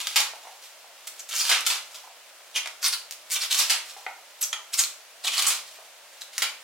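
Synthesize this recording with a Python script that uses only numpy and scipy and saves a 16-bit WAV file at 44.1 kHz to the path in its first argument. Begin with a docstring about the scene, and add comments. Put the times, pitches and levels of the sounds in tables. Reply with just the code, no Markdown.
"""A kitchen, two microphones close together over a cutting board, the work just right of centre.
A gloved hand bends back the tough outer leaves of an artichoke and snaps them off. Each waxy leaf
squeaks and rasps against its neighbours, then its base cracks and the last fibres tear.
Small dull knocks and a faint rustle fall in between. The room rings briefly over its own quiet tone,
and a fast limiter holds the loudest cracks down."""
import sys
import numpy as np
from scipy import signal
from scipy.fft import rfft, irfft, next_fast_len
from scipy.io import wavfile
from scipy.ndimage import uniform_filter1d, minimum_filter1d

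SR = 44100
rng = np.random.default_rng(int(sys.argv[2]) if len(sys.argv) > 2 else 0)


def wrap_up_sound(samples):
    """Save the sound to the file named by the first command line argument, as 16-bit audio."""
    columns = np.atleast_2d(samples).T
    # keep every value between -1 and 1, then stretch to whole-number steps
    tamed = np.clip(columns, -1, 1)
    steps = np.round(tamed * 32767).astype(np.int16)
    wavfile.write(sys.argv[1], SR, steps)


N = 292383

# the quiet room: (frequency [Hz], relative level [dB])
ROOM_SPECTRUM = [(30, -31), (130, -35.5), (230, -28), (400, -17), (530, -8.5), (630, -5), (820, -9),
                 (1500, -10), (2700, -9), (7500, -14), (16000, -22)]
# diffuse sound at the microphone pair: (frequency [Hz], left-right correlation [0-1])
MIC_LIKENESS = [(50, 0.32), (130, .5), (300, 0.93), (650, 0.93), (1300, 0.77), (2600, 0.49), (5000, 0.012),
                (16000, 0.011)]
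# the leaf as a radiator of its own slips: (frequency [Hz], gain [dB])
LEAF_SPECTRUM = [(60, -20), (250, -32), (600, -12), (1200, -5.5), (1800, -3), (3200, 1.5), (6000, 2),
                 (10000, 0), (16000, -1)]
# partials of regular slipping: (frequency [multiple of the slip rate], level [dB])
SLIP_PARTIALS = [(.5, -18), (1, 3), (2, -3), (3, -7.5), (4, -34)]
# a leaf is pulled, cracks at its base and tears away: (crack time [s], crack level [dB],
# tear centre [Hz], pull length [s], pull level [dB], slip rate [Hz], tear delay [s], tear level [dB])
LEAF_BREAKS = [(.159, 8.5, 3300, 0.19, -39, 3400, 0.0022, -6),
               (1.494, 6.5, 2890, 0.088, -27.5, 4240, 0.021, -5.5),
               (1.665, 5.5, 3780, 0.018, -32, 4120, .036, -9.5),
               (3.588, 6, 4200, 0.072, -27.5, 5000, 0.014, -9.5),
               (3.698, 8.5, 2970, 0.046, -40, 3670, 0.014, -13),
               (5.467, 6, 4100, 0.139, -29, 3554, .036, -11.5),
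               (6.421, 4.5, 2690, 0.1, -40.5, 4000, 0.013, -22.5)]
# leaf sliding on leaf:
# (peak time [s], half length [s], relative level [dB], slip rate [Hz], roughness [0 = pure squeak])
LEAF_SLIDES = [(.005, 0.016, -33, 3743, 0.8), (0.65, .02, -49, 4500, 0.96),
               (1.076, 0.0056, -33.5, 6600, 1.18), (1.199, 0.0073, -37.5, 7000, 0.51),
               (1.295, .006, -36, 7900, 0.8), (1.33, 0.019, -34, 2900, 0.9),
               (1.367, 0.021, -28.5, 6100, 0.66), (1.406, 0.014, -24, 5850, 0.38),
               (1.959, 0.016, -43, 3700, 0.89), (2.571, 0.014, -24, 2818, 0.41),
               (2.858, 0.021, -22.5, 4900, 0.71), (2.882, 0.0041, -26, 9540, 0.13),
               (2.934, 0.01, -26, 4600, 0.65), (3.332, .02, -27, 8500, 0.75),
               (3.364, 0.011, -28, 3000, 0.53), (3.43, 0.021, -28.5, 3810, 0.76),
               (3.519, 0.013, -24, 3850, 0.58), (3.902, 0.012, -43.5, 5000, .9),
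               (4.418, 0.0051, -26.5, 11000, 0.35), (4.427, .004, -24, 8180, 0.2),
               (4.438, 0.0073, -25.5, 6060, .3), (4.532, 0.0028, -23, 2750, 0.2),
               (4.742, 0.01, -27, 6100, 0.6), (4.798, 0.016, -20, 7200, 0.67),
               (4.847, .011, -35.5, 4200, .5), (5.251, 0.0099, -28, 3800, 0.53),
               (5.278, 0.0089, -23.5, 3012, 0.5), (5.336, 0.021, -30.5, 3200, 0.54),
               (5.389, 0.015, -23, 3725, .55), (5.682, 0.012, -49, 4100, 0.54),
               (6.218, 0.0059, -36, 4300, 0.57)]
# single fibres giving way: (time [s], level [dB], centre [Hz])
FIBRE_CRACKS = [(.071, -6, 3670), (.204, 0, 4300), (1.608, -15, 5950), (2.659, -16.5, 2450),
                (2.674, -15, 2700), (3.11, -15.5, 6000), (3.124, -19, 5660), (3.308, -14.5, 5000),
                (3.527, -4, 5000), (3.546, -7, 5100), (4.530, -14, 2050), (4.838, -8, 4570),
                (5.423, -2, 5300), (5.482, 0, 6600), (6.381, -4, 4300)]
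# dull knocks of handling over the board: (time [s], peak level [dB])
HANDLING_KNOCKS = [(.335, -34.5), (.451, -38), (.471, -33.5), (.844, -43), (1.702, -44), (2.039, -40),
                   (2.075, -42), (2.658, -34.5), (3.965, -37), (4.065, -18.5), (5.246, -36), (5.787, -40)]
# what the knocks ring with: (frequency [Hz], bandwidth [Hz], level [dB])
KNOCK_RESONANCES = [(760, 97, 3.5), (945, 130, 2.5), (1510, 260, -1.5), (2250, 640, 14), (3700, 600, 3)]
# colour of the kitchen's tail: (frequency [Hz], relative level [dB])
TAIL_SPECTRUM = [(100, 0), (400, -1.5), (900, 6.5), (1350, 8.5), (1700, 0.5), (2200, 4), (3500, 2.5),
                 (6000, 2.5), (10000, 4.5), (16000, 6)]
# decay of that tail: (frequency [Hz], time to fall 60 dB [s])
TAIL_T60 = [(100, 0.89), (700, 0.42), (3000, 0.35), (8000, 0.31), (16000, 0.24)]


def from_db(db):
    """Decibels to gain."""
    return 10 ** (np.asarray(db) / 20)


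def rms_one(x):
    """Scale to unit rms."""
    return x / np.sqrt(np.mean(x ** 2) + 1e-20)


def at_hz(points, hz):
    """Read a table on a log-frequency axis."""
    f, value = np.transpose(points)
    return np.interp(np.log(np.maximum(hz, 1)), np.log(f), value)


def colour(x, spectrum):
    """Give a noisy sound a spectrum."""
    size = next_fast_len(x.shape[-1])
    gain = from_db(at_hz(spectrum, np.fft.rfftfreq(size, 1 / SR)))
    return irfft(rfft(x, size) * gain, size)[..., :x.shape[-1]]


def butter(x, hz, kind, order=1):
    """Causal low-, high- or band-pass."""
    edges = np.clip(hz, 10, .47 * SR)
    return signal.sosfilt(signal.butter(order, edges, kind, fs=SR, output="sos"), x + 1e-18)


def add(track, s, sound):
    """Mix a sound into a track, starting at s seconds."""
    at = round(s * SR)
    sound = sound[max(-at, 0):N - at]
    track[max(at, 0):max(at, 0) + len(sound)] += sound


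def grains(size, per_s, spread_db):
    """Random clicks of uneven size and sign; rms 1."""
    sizes = from_db(spread_db * np.minimum(rng.exponential(1, size), 3))
    signs = rng.choice([-1, 1], size)
    return rms_one(sizes * signs * (rng.random(size) < per_s / SR))


def burst(t, decay_s, per_s, spread_db):
    """A dying run of grains; energy 1."""
    run = grains(len(t), per_s, spread_db) * np.exp(-t / decay_s)
    return rms_one(run) / np.sqrt(len(t))


def wander(size, hz):
    """Random drift, mostly slower than hz; rms 1."""
    return rms_one(butter(rng.standard_normal(size), hz, "low", order=2))


def diffuse(size):
    """White noise arriving from all sides at two close microphones."""
    padded = next_fast_len(size)
    mid, side = rfft(rng.standard_normal((2, padded)))
    alike = at_hz(MIC_LIKENESS, np.fft.rfftfreq(padded, 1 / SR))
    return irfft(np.sqrt(1 + alike) * mid + np.sqrt(1 - alike) * side * [[1], [-1]], padded)[:, :size]


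def room_tone(level_db=-50):
    """The steady hush of the kitchen, all around the microphones."""
    return from_db(level_db) * rms_one(colour(diffuse(N), ROOM_SPECTRUM))


def rustle(resting_db=-63, grip_db=-56, put_down_db=-51, put_down_after_s=.28, clump_db=3):
    """Glove and leaves rub all the while, more around each slide, most as a torn leaf is put down."""
    t = np.arange(N) / SR
    gripping = np.max([np.exp(-np.abs(t - s) / .156) for s, *_ in LEAF_SLIDES], axis=0)
    putting_down = np.max([np.exp(-np.abs(t - s - put_down_after_s) / .11)
                           for s, *_ in LEAF_BREAKS], axis=0)
    handling = np.hypot(from_db(grip_db) * gripping, from_db(put_down_db) * putting_down)
    level = np.hypot(from_db(resting_db), handling)
    rub = butter(colour(grains(N, per_s=2500, spread_db=-2), LEAF_SPECTRUM), 7500, "low")
    return level * rms_one(rub * from_db(clump_db * wander(N, 52)))


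def stick_slip(pressure, slip_hz, centre_hz, rough, skin_top_hz=11000, flutter_db=3.5):
    """Waxy leaves stick and slip: regular slips give a squeak, irregular ones a grainy rasp."""
    size = len(pressure)
    grip_sway = .07 * wander(size, 110)
    jitter = .22 * rough * wander(size, 600)
    rate = slip_hz * np.exp(grip_sway + jitter)
    phase = 2 * np.pi * np.cumsum(rate) / SR
    tone = sum(from_db(db) * np.sin(k * phase) * (k * rate < SR / 2) for k, db in SLIP_PARTIALS)
    tone = butter(tone, skin_top_hz, "low", order=2)   # the soft skin damps the overtones
    rasp = butter(grains(size, per_s=6000, spread_db=4), [centre_hz / 6.3, centre_hz * 1.69], "band")
    # the contact keeps tipping between squeaking and rasping
    rasp_share = np.clip(.8 * rough * (1 + .35 * wander(size, 110)), 0, 1)
    slips = np.sqrt(1 - rasp_share) * rms_one(tone) + np.sqrt(rasp_share) * rms_one(rasp)
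    flutter = from_db(flutter_db * wander(size, 290))   # the leaf keeps catching
    radiated = pressure * colour(slips, LEAF_SPECTRUM) * flutter
    return rms_one(radiated) * np.sqrt(np.mean(pressure ** 2))


def pulls(rise_db=6.5, edge_s=.01, crackle_db=-14.5):
    """A leaf bent back rasps ever harder on its neighbours and small fibres part, until it gives."""
    out, t = np.zeros(N), np.arange(-SR // 2, SR // 8) / SR
    for s, _, _, pull_s, db, hz, _, _ in LEAF_BREAKS:
        held = np.clip(np.minimum(t + pull_s, edge_s - t) / edge_s, 0, 1)
        pressure = held * from_db(rise_db * np.minimum(t, 0) / pull_s)
        crackle = rms_one(butter(grains(len(t), per_s=96, spread_db=2), [hz / 2, hz * 2], "band"))
        rasp = stick_slip(pressure, hz, hz, rough=.97)
        add(out, s + t[0], from_db(db) * (rasp + from_db(crackle_db) * pressure * crackle))
    return out


def squeaks(gain_db=1, sag=.78):
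    """Short slides of leaf on leaf: the pressure swells and lets go while the slip rate sags."""
    out, t = np.zeros(N), np.arange(-SR // 8, SR // 8) / SR
    for s, half_s, db, hz, rough in LEAF_SLIDES:
        glide_hz = hz * sag ** np.tanh(t / half_s / 2)
        pressure = np.exp(-.8 * (t / half_s) ** 2)
        add(out, s + t[0], from_db(db + gain_db) * stick_slip(pressure, glide_hz, hz, rough))
    return out


def fracture(db, hz, decay_s, fibres_db=-17, band_ratio=1.596):
    """One sharp crack, then a dying run of small ones as the fibres give way."""
    t = np.arange(SR // 8) / SR
    fibres = butter(burst(t, decay_s, per_s=7000, spread_db=4), 12000, "low")
    fibres *= from_db(fibres_db) * np.sqrt(decay_s * SR / 2)   # a longer tear breaks more fibres
    banded = butter(np.array([t == 0, fibres]), [hz / band_ratio, hz * band_ratio], "band")
    crack, run = butter(banded, hz * 5.2, "low")
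    return butter(from_db(db) * (crack + run) / np.abs(crack).max(), 380, "high", order=2)


def snaps(crack_over_tear=1.205):
    """Each base breaks with a short bright crack and a long duller tear; single fibres only crack."""
    out = np.zeros(N)
    for s, crack_db, tear_hz, *_, delay_s, tear_db in LEAF_BREAKS:
        add(out, s, fracture(crack_db, tear_hz * crack_over_tear, decay_s=.002, fibres_db=-21.5))
        add(out, s + delay_s, fracture(tear_db, tear_hz, decay_s=.036))
    for s, db, hz in FIBRE_CRACKS:
        add(out, s, fracture(db, hz, decay_s=.00067 * (4700 / hz) ** 2))   # lower cracks last longer
    return out


def knocks(scuff_db=-3, db_per_octave=15):
    """A soft, scuffing contact over the board sets a few quickly dying modes ringing."""
    out, t = np.zeros(N), np.arange(SR // 8) / SR
    for s, db in HANDLING_KNOCKS:
        # each contact falls on another spot, so the modes shift a little
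        shifts = rng.normal(1, .04, len(KNOCK_RESONANCES))
        ring = sum(from_db(level) * np.exp(-np.pi * width * t) * np.cos(2 * np.pi * hz * shift * t)
                   for (hz, width, level), shift in zip(KNOCK_RESONANCES, shifts))
        contact = (t == 0) + from_db(scuff_db) * burst(t, decay_s=.0035, per_s=8000, spread_db=2)
        top_hz = 900 * 2 ** ((db + 40) / db_per_octave)   # a harder knock is brighter
        knock = butter(signal.fftconvolve(ring, contact)[:len(t)], top_hz, "low", order=2)
        knock = butter(knock, 500, "high", order=3)
        add(out, s, from_db(db) * knock / np.abs(knock).max())
    return out


def kitchen(x, tail_db=1, early_db=2, early_s=.0045, board_db=-9, board_s=.0025, stretches=24):
    """The microphones get direct sound, a board bounce, scatter and a tail whose treble dies first."""
    t, hz = np.arange(SR // 2) / SR, np.fft.rfftfreq(SR // 2, 1 / SR)
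    tail_gain = from_db(at_hz(TAIL_SPECTRUM, hz))
    bands = [(tail_gain * at_hz([(f, f == centre) for f, _ in TAIL_T60], hz), from_db(-60 * t / t60))
             for centre, t60 in TAIL_T60]
    # hands, plate and worktop scatter strongly in the first milliseconds
    arrival = (1 - np.exp(-t / board_s)) * (1 + from_db(early_db) * np.exp(-t / early_s))
    out = np.zeros((2, N))
    # the hands keep moving, so every short stretch reaches the microphones by other paths
    for stretch in np.array_split(np.arange(N), stretches):
        noise = rfft(diffuse(len(t)))
        tail = sum(irfft(noise * weight, len(t)) * decay for weight, decay in bands)
        response = from_db(tail_db) * rms_one(tail * arrival) / np.sqrt(len(t))
        response[:, 0] += 1   # direct sound
        response[:, round(board_s * rng.uniform(.85, 1.15) * SR)] += from_db(board_db)
        for track, path in zip(out, response):
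            add(track, stretch[0] / SR, signal.fftconvolve(x[stretch], path))
    return out


def scene(left_lag_samples=.61):
    """The hands work just right of centre: the left microphone hears them a touch later and softer."""
    left, right = kitchen(pulls() + snaps() + squeaks() + knocks() + rustle())
    left = np.convolve(left, np.sinc(np.arange(-20, 21) - left_lag_samples), "same")
    work = np.array([left, right]) * from_db([[-.3], [.3]])
    return work + room_tone()


def record(dry, ceiling_db=-5, release_db_per_s=3000, cutoff_hz=16000):
    """Behind the microphones, a fast look-ahead limiter and then a steep low-pass."""
    over_db = np.maximum(20 * np.log10(np.abs(dry).max(axis=0) + 1e-9) - ceiling_db, 0)
    release = release_db_per_s * np.arange(N) / SR
    held_db = np.maximum.accumulate(over_db + release) - release
    gain_db = uniform_filter1d(minimum_filter1d(-held_db, size=25), size=25)
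    low_pass = signal.ellip(12, .1, 80, cutoff_hz, fs=SR, output="sos")
    return signal.sosfilt(low_pass, dry * from_db(gain_db))


dry = scene()
out = record(dry)
wrap_up_sound(out)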